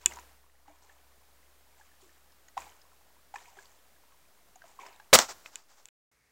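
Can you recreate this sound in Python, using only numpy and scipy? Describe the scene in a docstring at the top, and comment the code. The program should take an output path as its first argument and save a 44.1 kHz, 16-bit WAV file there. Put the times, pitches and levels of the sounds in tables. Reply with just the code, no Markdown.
"""Splashes and plops come first: a hooked fish thrashes near a small boat, over river hiss and a low hum.
Each flick of its tail traps air that rings as bubbles, and throws spray that patters back down.
After five seconds gear knocks on the boat and scrapes hard against a camera, and fingers rub and click
on its case. The camera stops for a moment of silence, then starts again over the quiet deck."""
import sys
import numpy as np
from scipy import signal
from scipy.fft import rfft, irfft
from scipy.io import wavfile
from scipy.ndimage import uniform_filter1d

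SR = 44100
rng = np.random.default_rng(int(sys.argv[2]) if len(sys.argv) > 2 else 0)


def wrap_up_sound(samples):
    """Save the sound to the file named by the first command line argument, as 16-bit audio."""
    columns = np.atleast_2d(samples).T
    # keep every value between -1 and 1, then stretch to whole-number steps
    tamed = np.clip(columns, -1, 1)
    steps = np.round(tamed * 32767).astype(np.int16)
    wavfile.write(sys.argv[1], SR, steps)


N = 278271
TIME = np.arange(N) / SR
STOP_S, RESTART_S = 5.89, 6.115


def amp(db):
    """Turns decibels into a gain."""
    return 10 ** (np.asarray(db) / 20)


def unit(x):
    """Scales a sound to an average (rms) level of 1."""
    return x / np.sqrt(np.mean(x ** 2) + 1e-20)


def level_at(tone, hz):
    """Reads the level in dB at any pitch from a tone table."""
    pitch_hz, level_db = np.transpose(tone)
    return np.interp(np.log(hz + 1), np.log(pitch_hz + 1), level_db)


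def colour(x, tone):
    """Shapes the lows and highs of a sound by a tone table, at an average level of 1."""
    hz = np.fft.rfftfreq(len(x), 1 / SR)
    return unit(irfft(rfft(x) * amp(level_at(tone, hz)), len(x)))


def add(mix, start_s, sound):
    """Mixes a sound in at its start time."""
    part = mix[max(round(start_s * SR), 0):][:len(sound)]
    part += sound[:len(part)]


def envelope(t, rise_s, hold_s, fade_s):
    """Rises, holds, then dies away; a fade time is how long a sound takes to fall by 60 dB."""
    rise = np.sin(np.pi / 2 * np.clip(t / rise_s, 0, 1)) ** 2
    return rise * np.exp(-np.log(1000) * np.maximum(t - rise_s - hold_s, 0) / fade_s)


def patter(per_s, spread_db, size):
    """Tiny impacts at random moments, a few much larger than the rest."""
    hits = rng.random(size) < per_s / SR
    sign = rng.choice([-1, 1], size)
    strength = np.minimum(rng.exponential(1, size), 4)
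    return hits * sign * amp(spread_db * strength)


def bubble(hz, fade_s, rise_cycles=1.8, glide=0.067):
    """An air pocket rings, its pitch climbing as it nears the surface."""
    t = np.arange(int((fade_s + rise_cycles / hz) * SR)) / SR
    phase = 2 * np.pi * hz * (t + glide * t ** 2 / (2 * fade_s))
    return envelope(t, rise_cycles / hz, 0, fade_s) * np.sin(phase)


def swarm(low_hz, high_hz, per_s, spread_db, cycles, sizes=60):
    """Bubbles of many sizes form at random moments, each ringing for a number of cycles."""
    out = np.zeros(N)
    bubbles = [bubble(hz, cycles / hz) * np.sqrt(hz) for hz in np.geomspace(low_hz, high_hz, sizes)]
    for when, which, chance in rng.random((int(per_s * N / SR), 3)):
        strength = min(-np.log(1 - chance), 4)
        add(out, when * N / SR, amp(spread_db * strength) * bubbles[int(which * sizes)])
    return out


# Tone of the air over the deck: pitch_hz, level_db
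DECK_TONE = [(24, -39.5), (40, 1.5), (203, -12), (410, -12), (442, -9), (513, -14), (1360, -12), (2140, -8),
             (3030, -20.5), (5960, -17), (15800, -25.5)]

def deck_air(level_db=-71.5):
    """Still air over the deck makes a faint, low rush."""
    return amp(level_db) * colour(rng.standard_normal(N), DECK_TONE)


# Tone of the river and microphone hiss: pitch_hz, level_db
HISS_TONE = [(25, -10.5), (45, -10), (100, -13.5), (200, -13.5), (380, -11.5), (650, -10), (900, -12.5),
             (1500, -12.5), (2500, -17), (4500, -18.5), (7500, -19), (10000, -20.5), (15800, -19.5)]

def river_air(hiss_db=-65, waver_db=0.03, hum_hz=67.5, hum_db=-68, hum_fade_db_per_s=2.5):
    """The open river hisses softly over a slowly fading hum, perhaps a far motor."""
    hiss = colour(rng.standard_normal(N), HISS_TONE)
    waver = unit(uniform_filter1d(uniform_filter1d(rng.standard_normal(N), 3000), 3000))
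    hum = np.sqrt(2) * np.sin(2 * np.pi * hum_hz * TIME)
    return hiss * amp(hiss_db + waver_db * waver) + hum * amp(hum_db - hum_fade_db_per_s * TIME)


def held(db, fall_db_per_s):
    """Follows a level up at once and down at a steady rate."""
    return np.maximum.accumulate(db + fall_db_per_s * TIME) - fall_db_per_s * TIME


def background_gain(sound, open_above_db=-40, dip_above_db=-23.5):
    """The camera's noise suppressor lets the background swell on loud sounds; after the loudest, the camera's
    level control ducks it and lets it back slowly."""
    level_db = 10 * np.log10(abs(uniform_filter1d(sound ** 2, size=220)) + 1e-12)
    swell_db = held(np.clip(0.8 * (level_db - open_above_db), 0, 18), fall_db_per_s=41.5)
    dip_db = held(np.clip(level_db - dip_above_db, 0, 7), fall_db_per_s=6.5)
    return amp(swell_db - dip_db)


# Notes the hull rings with: pitch_hz, level_db, fade_s
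HULL_NOTES = [(81, -19.5, 0.2), (237, -9.5, 0.14), (350, -6.5, 0.068), (465, -9, 0.063), (528, 2, .14),
              (630, -7, .13), (776.6, -2.5, .12), (1168, -6, 0.097), (1740, -6.5, 0.089)]
# Tone of a thud: pitch_hz, level_db
THUD_TONE = [(30, -16), (80, -18.5), (160, -23), (240, -6.5), (350, -6.5), (560, 1.5), (900, -3),
             (1400, -2.5), (2100, -4.5), (3700, -7.5), (6000, -13.5), (8000, -16.5), (10000, -23),
             (15800, -25.5)]
# Bumps of gear on the boat: start_s, ring_db, thud_db, thud_fade_s
BUMPS = [(5.1288, -20.5, -10, .017), (5.154, -29, -12, 0.013), (5.188, -42.5, -15.5, 0.0053)]

def knocking(ring_rise_s=0.00093, thud_rise_s=0.0017, hold_share=0.28):
    """Gear bumps the boat with a dull thud, and the hull gives a short, low ring."""
    out, t = np.zeros(N), np.arange(SR // 2) / SR
    for start_s, ring_db, thud_db, thud_fade_s in BUMPS:
        ring = sum(amp(db) * envelope(t, ring_rise_s, 0, fade_s)
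                   * np.sin(2 * np.pi * (hz * t + rng.random())) for hz, db, fade_s in HULL_NOTES)
        thud = colour(rng.standard_normal(len(t)), THUD_TONE)
        thud *= envelope(t, thud_rise_s, hold_share * thud_fade_s, thud_fade_s)
        add(out, start_s, amp(ring_db) * ring + amp(thud_db) * thud)
    return out


# Tones of a hard rub and a light rub: pitch_hz, level_db
HARD_RUB_TONE = [(30, -16), (80, -16), (160, -22.5), (230, -9), (350, -7.5), (520, 0), (900, -8),
                 (1350, -3), (2100, -7.5), (3200, -7.5), (4800, -2), (6000, -7.5), (7600, -4), (9500, -8.5),
                 (15800, -14.5)]
LIGHT_RUB_TONE = [(50, -21.5), (150, -19.5), (300, -8), (480, -8), (750, 0.5), (1300, -1.5), (1800, -5.5),
                  (3000, -12), (5500, -6), (7500, -7), (8600, -16), (9800, -29), (15500, -23)]
# Strokes along the camera case: start_s, level_db, hold_s, fade_s
RUB_STROKES = [(5.133, -7, 0.016, 0.041), (5.154, -28, 0.024, 0.1), (5.185, -25, 0.0055, .13),
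               (5.206, -30.5, .003, 0.15), (5.278, -41.5, 0.02, 0.091), (5.323, -62, 0.019, 0.99),
               (5.437, -54, 0.0028, 0.16), (5.506, -59.5, 0.05, 0.26), (5.67, -62.5, .015, 0.24),
               (5.751, -62.5, 0.015, 0.17)]

def rubbing(light_db=-26.5, hard_db=-2, peak_db=6, peak_octaves=0.19, tilt_db_per_octave=0.4):
    """Many tiny slips shake the case; softer strokes sound duller and start more gently."""
    out, t = np.zeros(N), np.arange(16384) / SR
    hz = np.fft.rfftfreq(len(t), 1 / SR)
    for start_s, level_db, hold_s, fade_s in RUB_STROKES:
        slips = patter(per_s=9000, spread_db=2.5, size=len(t))
        pressure = np.clip((level_db - light_db) / (hard_db - light_db), 0, 1)
        tone_db = pressure * level_at(HARD_RUB_TONE, hz) + (1 - pressure) * level_at(LIGHT_RUB_TONE, hz)
        tone_db += tilt_db_per_octave * np.log2(1 + hz / 700)
        softer_db = hard_db - level_db
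        peak_hz = 8400 * 2 ** (0.6 * softer_db)  # far above hearing for these strokes
        tone_db += peak_db / (1 + (np.log2((hz + 1) / peak_hz) / peak_octaves) ** 2)
        scrape = unit(irfft(rfft(slips) * amp(tone_db)))
        rise_s = 0.0033 * 2 ** (softer_db / 17.5)
        add(out, start_s, amp(level_db) * scrape * envelope(t, rise_s, hold_s, fade_s))
    return out


# Short notes of the case: pitch_hz, level_db, fade_s
CLICK_NOTES = [(1610, -3.5, 0.0071), (2157, -6, 0.0066), (2512, -0.5, 0.0073), (2965, 1.5, .0045),
               (3400, -3, .0038), (4800, -14.5, .005), (6320, -8.5, 0.0017), (7250, 6.5, 0.0019),
               (8646, -14.5, .004), (11800, -17.5, .003), (14820, -12.5, .003)]
# A faint, high ringing that lingers after each click: pitch_hz, level_db, fade_s
HIGH_RINGING = [(2300, -5, 0.075), (2593, -1, .11), (2950, -2.5, 0.053), (3397, -1, .072),
                (6584, -6.5, .09), (6751, -2.5, .08), (7750, -2, 0.083), (8672, -9.5, 0.083)]
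# Finger taps: start_s, level_db, centre_hz, width_octaves, fade_stretch (times the short notes' fade_s)
FINGER_TAPS = [(.0598, 1, 7000, 0.72, 2.26), (5.1885, 4, 5900, 0.6, 0.488), (5.3082, -35, 5000, 1.5, .8),
               (5.46, -29.5, 2200, 0.31, 1.9), (5.5568, -22, 6850, 1.16, 2.2),
               (5.8562, -29, 8920, 1.2, 0.44), (5.886, -42, 4000, 2.05, 2.8)]

def tapping(rise_s=0.00036, crack_db=-20, fizz_db=-46, ringing_db=-40):
    """A tap cracks and briefly rings the case. A faint, high ringing lingers after each click."""
    out, t = np.zeros(N), np.arange(4096) / SR

    def note(hz, db, fade_s):
        """One dying note."""
        return amp(db) * envelope(t, rise_s, 0, fade_s) * np.sin(2 * np.pi * hz * t)

    ringing = sum(note(*row) for row in HIGH_RINGING)
    for start_s, level_db, centre_hz, width_octaves, stretch in FINGER_TAPS:
        # notes near centre_hz are struck hardest
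        click = sum(note(hz, db, fade_s * stretch) / (1 + (np.log2(hz / centre_hz) / width_octaves) ** 2)
                    for hz, db, fade_s in CLICK_NOTES)
        crack = unit(np.gradient(rng.standard_normal(len(t)))) * envelope(t, rise_s, 0, 0.0011)
        fizz = unit(signal.fftconvolve(rng.standard_normal(len(t)), click)[:len(t)])
        fizz *= envelope(t, rise_s, 0, 0.23)
        tail = amp(fizz_db) * fizz + amp(ringing_db) * ringing
        add(out, start_s, amp(level_db) * (click / abs(click).max() + amp(crack_db) * crack + tail))
    return out


def river_echo(splashes, fade_s=0.12, echo_db=-17):
    """The hull and the bank scatter a little of each splash back."""
    t = np.arange(SR // 2) / SR
    reflections = patter(per_s=3000, spread_db=1, size=len(t))
    tail = colour(reflections, [(200, -1.5), (1000, -1), (6000, -6), (15000, -14.5)])
    tail *= envelope(t, 0.0031, 0, fade_s)
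    return splashes + amp(echo_db) * signal.oaconvolve(splashes, tail / np.linalg.norm(tail))[:N]


# The largest drops hitting the water: start_s, level_db, pitch_hz
BIG_DROPS = [(0.135, -39, 6230), (0.158, -43, 7000), (0.195, -44, 6950), (.982, -60, 3080),
             (1.865, -57.5, 3060), (2.32, -56.5, 5200), (2.483, -51, 6600), (2.816, -51.5, 5140),
             (3.456, -47, 2460), (3.656, -53, 3630), (4.557, -48, 6860), (4.866, -46, 5340)]

def drops(fade_s=0.019, tick_db=-8.5, ping_db=-3):
    """A falling drop ticks on the surface and pings a tiny bubble."""
    out, t = np.zeros(N), np.arange(2048) / SR
    for start_s, level_db, hz in BIG_DROPS:
        tick_tone = [(hz / 4, -26), (hz / 2, -14), (hz, 0), (hz * 1.24, -10), (hz * 2, -22)]
        tick = colour(rng.standard_normal(len(t)), tick_tone) * envelope(t, 0.0021, 0, fade_s)
        add(out, start_s, amp(level_db + tick_db) * tick)
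        add(out, start_s, amp(level_db + ping_db) * bubble(hz, fade_s))
    return out


# Tone of stirred water, for ripples and thrashing: pitch_hz, level_db
CHURN_TONE = [(150, -22.5), (350, -12), (600, -4.5), (950, 4.5), (1400, -7), (2300, -2), (3500, -15),
              (6000, -23)]

def ripples(level_db=-76):
    """The fish's wake keeps up a faint trickle until it tires."""
    plinks = swarm(550, 4500, per_s=130, spread_db=2.9, cycles=24)
    return amp(level_db) * colour(plinks, CHURN_TONE) * np.interp(TIME, [5.1, 5.6], [1, 0])


# Tone of the spray: pitch_hz, level_db
SPRAY_TONE = [(1200, -18.5), (2500, -5.5), (4000, -5), (5500, -3), (7300, 3), (8300, -2.5), (9500, -14.5),
              (15500, -15.5)]
# Flicks of the fish's tail: start_s, churn_db, spray_db, fade_s
TAIL_FLICKS = [(-.015, -59.5, -59, 0.3), (0.093, -51.5, -63.5, 0.54), (.668, -66.5, -74, 0.94),
               (0.814, -72, -69, .4), (.87, -70, -82.5, .8), (1.77, -72.5, -69, 0.73),
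               (2.0, -82.5, -65, .45), (2.571, -50.5, -55, 0.51), (3.336, -56.5, -58, 0.97),
               (3.56, -64.5, -64.5, 0.68), (4.642, -62, -64, .7), (4.788, -53, -61.5, 0.68),
               (4.843, -55.5, -67, .22)]

def thrashing(slosh_db=2, mist_db=-2, rise_s=0.017):
    """The tail churns up small bubbles in a slosh, and throws droplets in a fine mist."""
    bubbles = unit(swarm(300, 4500, per_s=1500, spread_db=3.6, cycles=18))
    slosh = unit(patter(per_s=1200, spread_db=3.5, size=N))
    churn = colour(bubbles + amp(slosh_db) * slosh, CHURN_TONE)
    pings = unit(swarm(2500, 9000, per_s=600, spread_db=4, cycles=18))
    ticks = unit(patter(per_s=350, spread_db=4, size=N))
    spray = colour(unit(pings + ticks) + amp(mist_db) * rng.standard_normal(N), SPRAY_TONE)
    out, t = np.zeros(N), np.arange(SR) / SR
    for start_s, churn_db, spray_db, fade_s in TAIL_FLICKS:
        water = amp(churn_db) * churn + amp(spray_db) * spray
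        first = max(round(start_s * SR), 0)
        add(out, start_s, envelope(t, rise_s, 0, fade_s) * water[first:first + SR])
    return out


def falling_spray(relative_db=-9.5, rise_s=0.11, fade_s=0.7):
    """Water thrown up by each flick lands a moment later as scattered plinks."""
    plinks = unit(swarm(1400, 7500, per_s=90, spread_db=3, cycles=30))
    landing = sum(amp(spray_db) * envelope(TIME - start_s, rise_s, 0, fade_s)
                  for start_s, _, spray_db, _ in TAIL_FLICKS)
    return amp(relative_db) * landing * plinks


# Tone of a wet slap: pitch_hz, level_db
SLAP_TONE = [(250, -16.5), (500, -20), (900, 7.5), (1500, 4), (2300, -2.5), (4000, -10), (7500, -11.5),
             (10000, -32)]
# Air pockets trapped by the tail: start_s, level_db, pitch_hz, slap_db (higher means more slap)
AIR_POCKETS = [(.066, -47, 350, 3), (.111, -43.5, 2800, -7), (.120, -46, 2040, 1), (.169, -38, 950, -7.5),
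               (0.186, -48.5, 966, 5), (0.678, -48, 811, -8), (.698, -54.5, 654, -13.5),
               (.677, -59.5, 294, -18), (0.896, -51, 1730, -14), (1.796, -55, 850, -15.5),
               (1.811, -51, 1643, -17.5), (1.915, -59.5, 1740, -6), (2.023, -58, 370, -8.5),
               (2.058, -59.5, 345, -20), (2.4825, -56, 1910, 3.5), (2.568, -29, 775, -17),
               (2.5744, -26, 1007, -6), (2.618, -44, 2410, -0.5), (2.665, -51, 798, -22.5),
               (3.339, -34.5, 810, -9), (3.3568, -35, 1735, -5.5), (3.358, -39, 2440, -14),
               (3.359, -41.5, 1025, -4), (3.567, -51.5, 790, -1), (3.569, -57, 387, -17.5),
               (3.587, -42, 1630, -10.5), (3.961, -60, 1640, -12), (4.119, -61, 1080, -13.5),
               (4.556, -51, 738, -5), (4.618, -45.5, 1560, -6.5), (4.639, -49, 667, -5),
               (4.789, -37.5, 1052, -18), (4.832, -43, 924, -20), (4.862, -43, 995, -1),
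               (4.998, -46.5, 1615, -5), (4.997, -50, 840, -4)]

def plops(slap_fade_s=0.016):
    """Each large air pocket rings under the wet slap that closes it."""
    out, t = np.zeros(N), np.arange(2048) / SR
    for start_s, level_db, pitch_hz, slap_db in AIR_POCKETS:
        fade_s = 0.041 * (1000 / pitch_hz) ** 0.7  # larger, lower pockets ring longer
        fade_s *= 2 ** ((-46.5 - level_db) / 30.5)  # violent ones break up sooner
        slap = colour(rng.standard_normal(len(t)), SLAP_TONE) * envelope(t, 0.0029, 0, slap_fade_s)
        add(out, start_s, amp(level_db) * bubble(pitch_hz, fade_s, rise_cycles=3.7))
        add(out, start_s, amp(level_db + slap_db - 1.5) * slap)
    return out


def scene():
    """The river until the camera stops, a short silence, then still air over the deck."""
    water = river_echo(plops() + drops() + thrashing() + falling_spray() + ripples())
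    near = water + knocking() + rubbing() + tapping()
    air = river_air()
    river = near + air * background_gain(near + air)
    return (river * (TIME < STOP_S) + deck_air() * (TIME > RESTART_S))[None]


def record(dry, ceiling=0.71, offset=-0.0007, top_hz=15900):
    """The microphone overloads on hard hits and the converter sits slightly off zero; the highest treble is
    cut."""
    clipped = ceiling * np.tanh(dry / ceiling) + offset * np.clip((STOP_S - TIME) * 20, 0, 1)
    treble_cut = signal.firwin(511, top_hz, window=("kaiser", 9), fs=SR)
    return signal.oaconvolve(clipped, treble_cut[None], "same")


dry = scene()
out = record(dry)
wrap_up_sound(out)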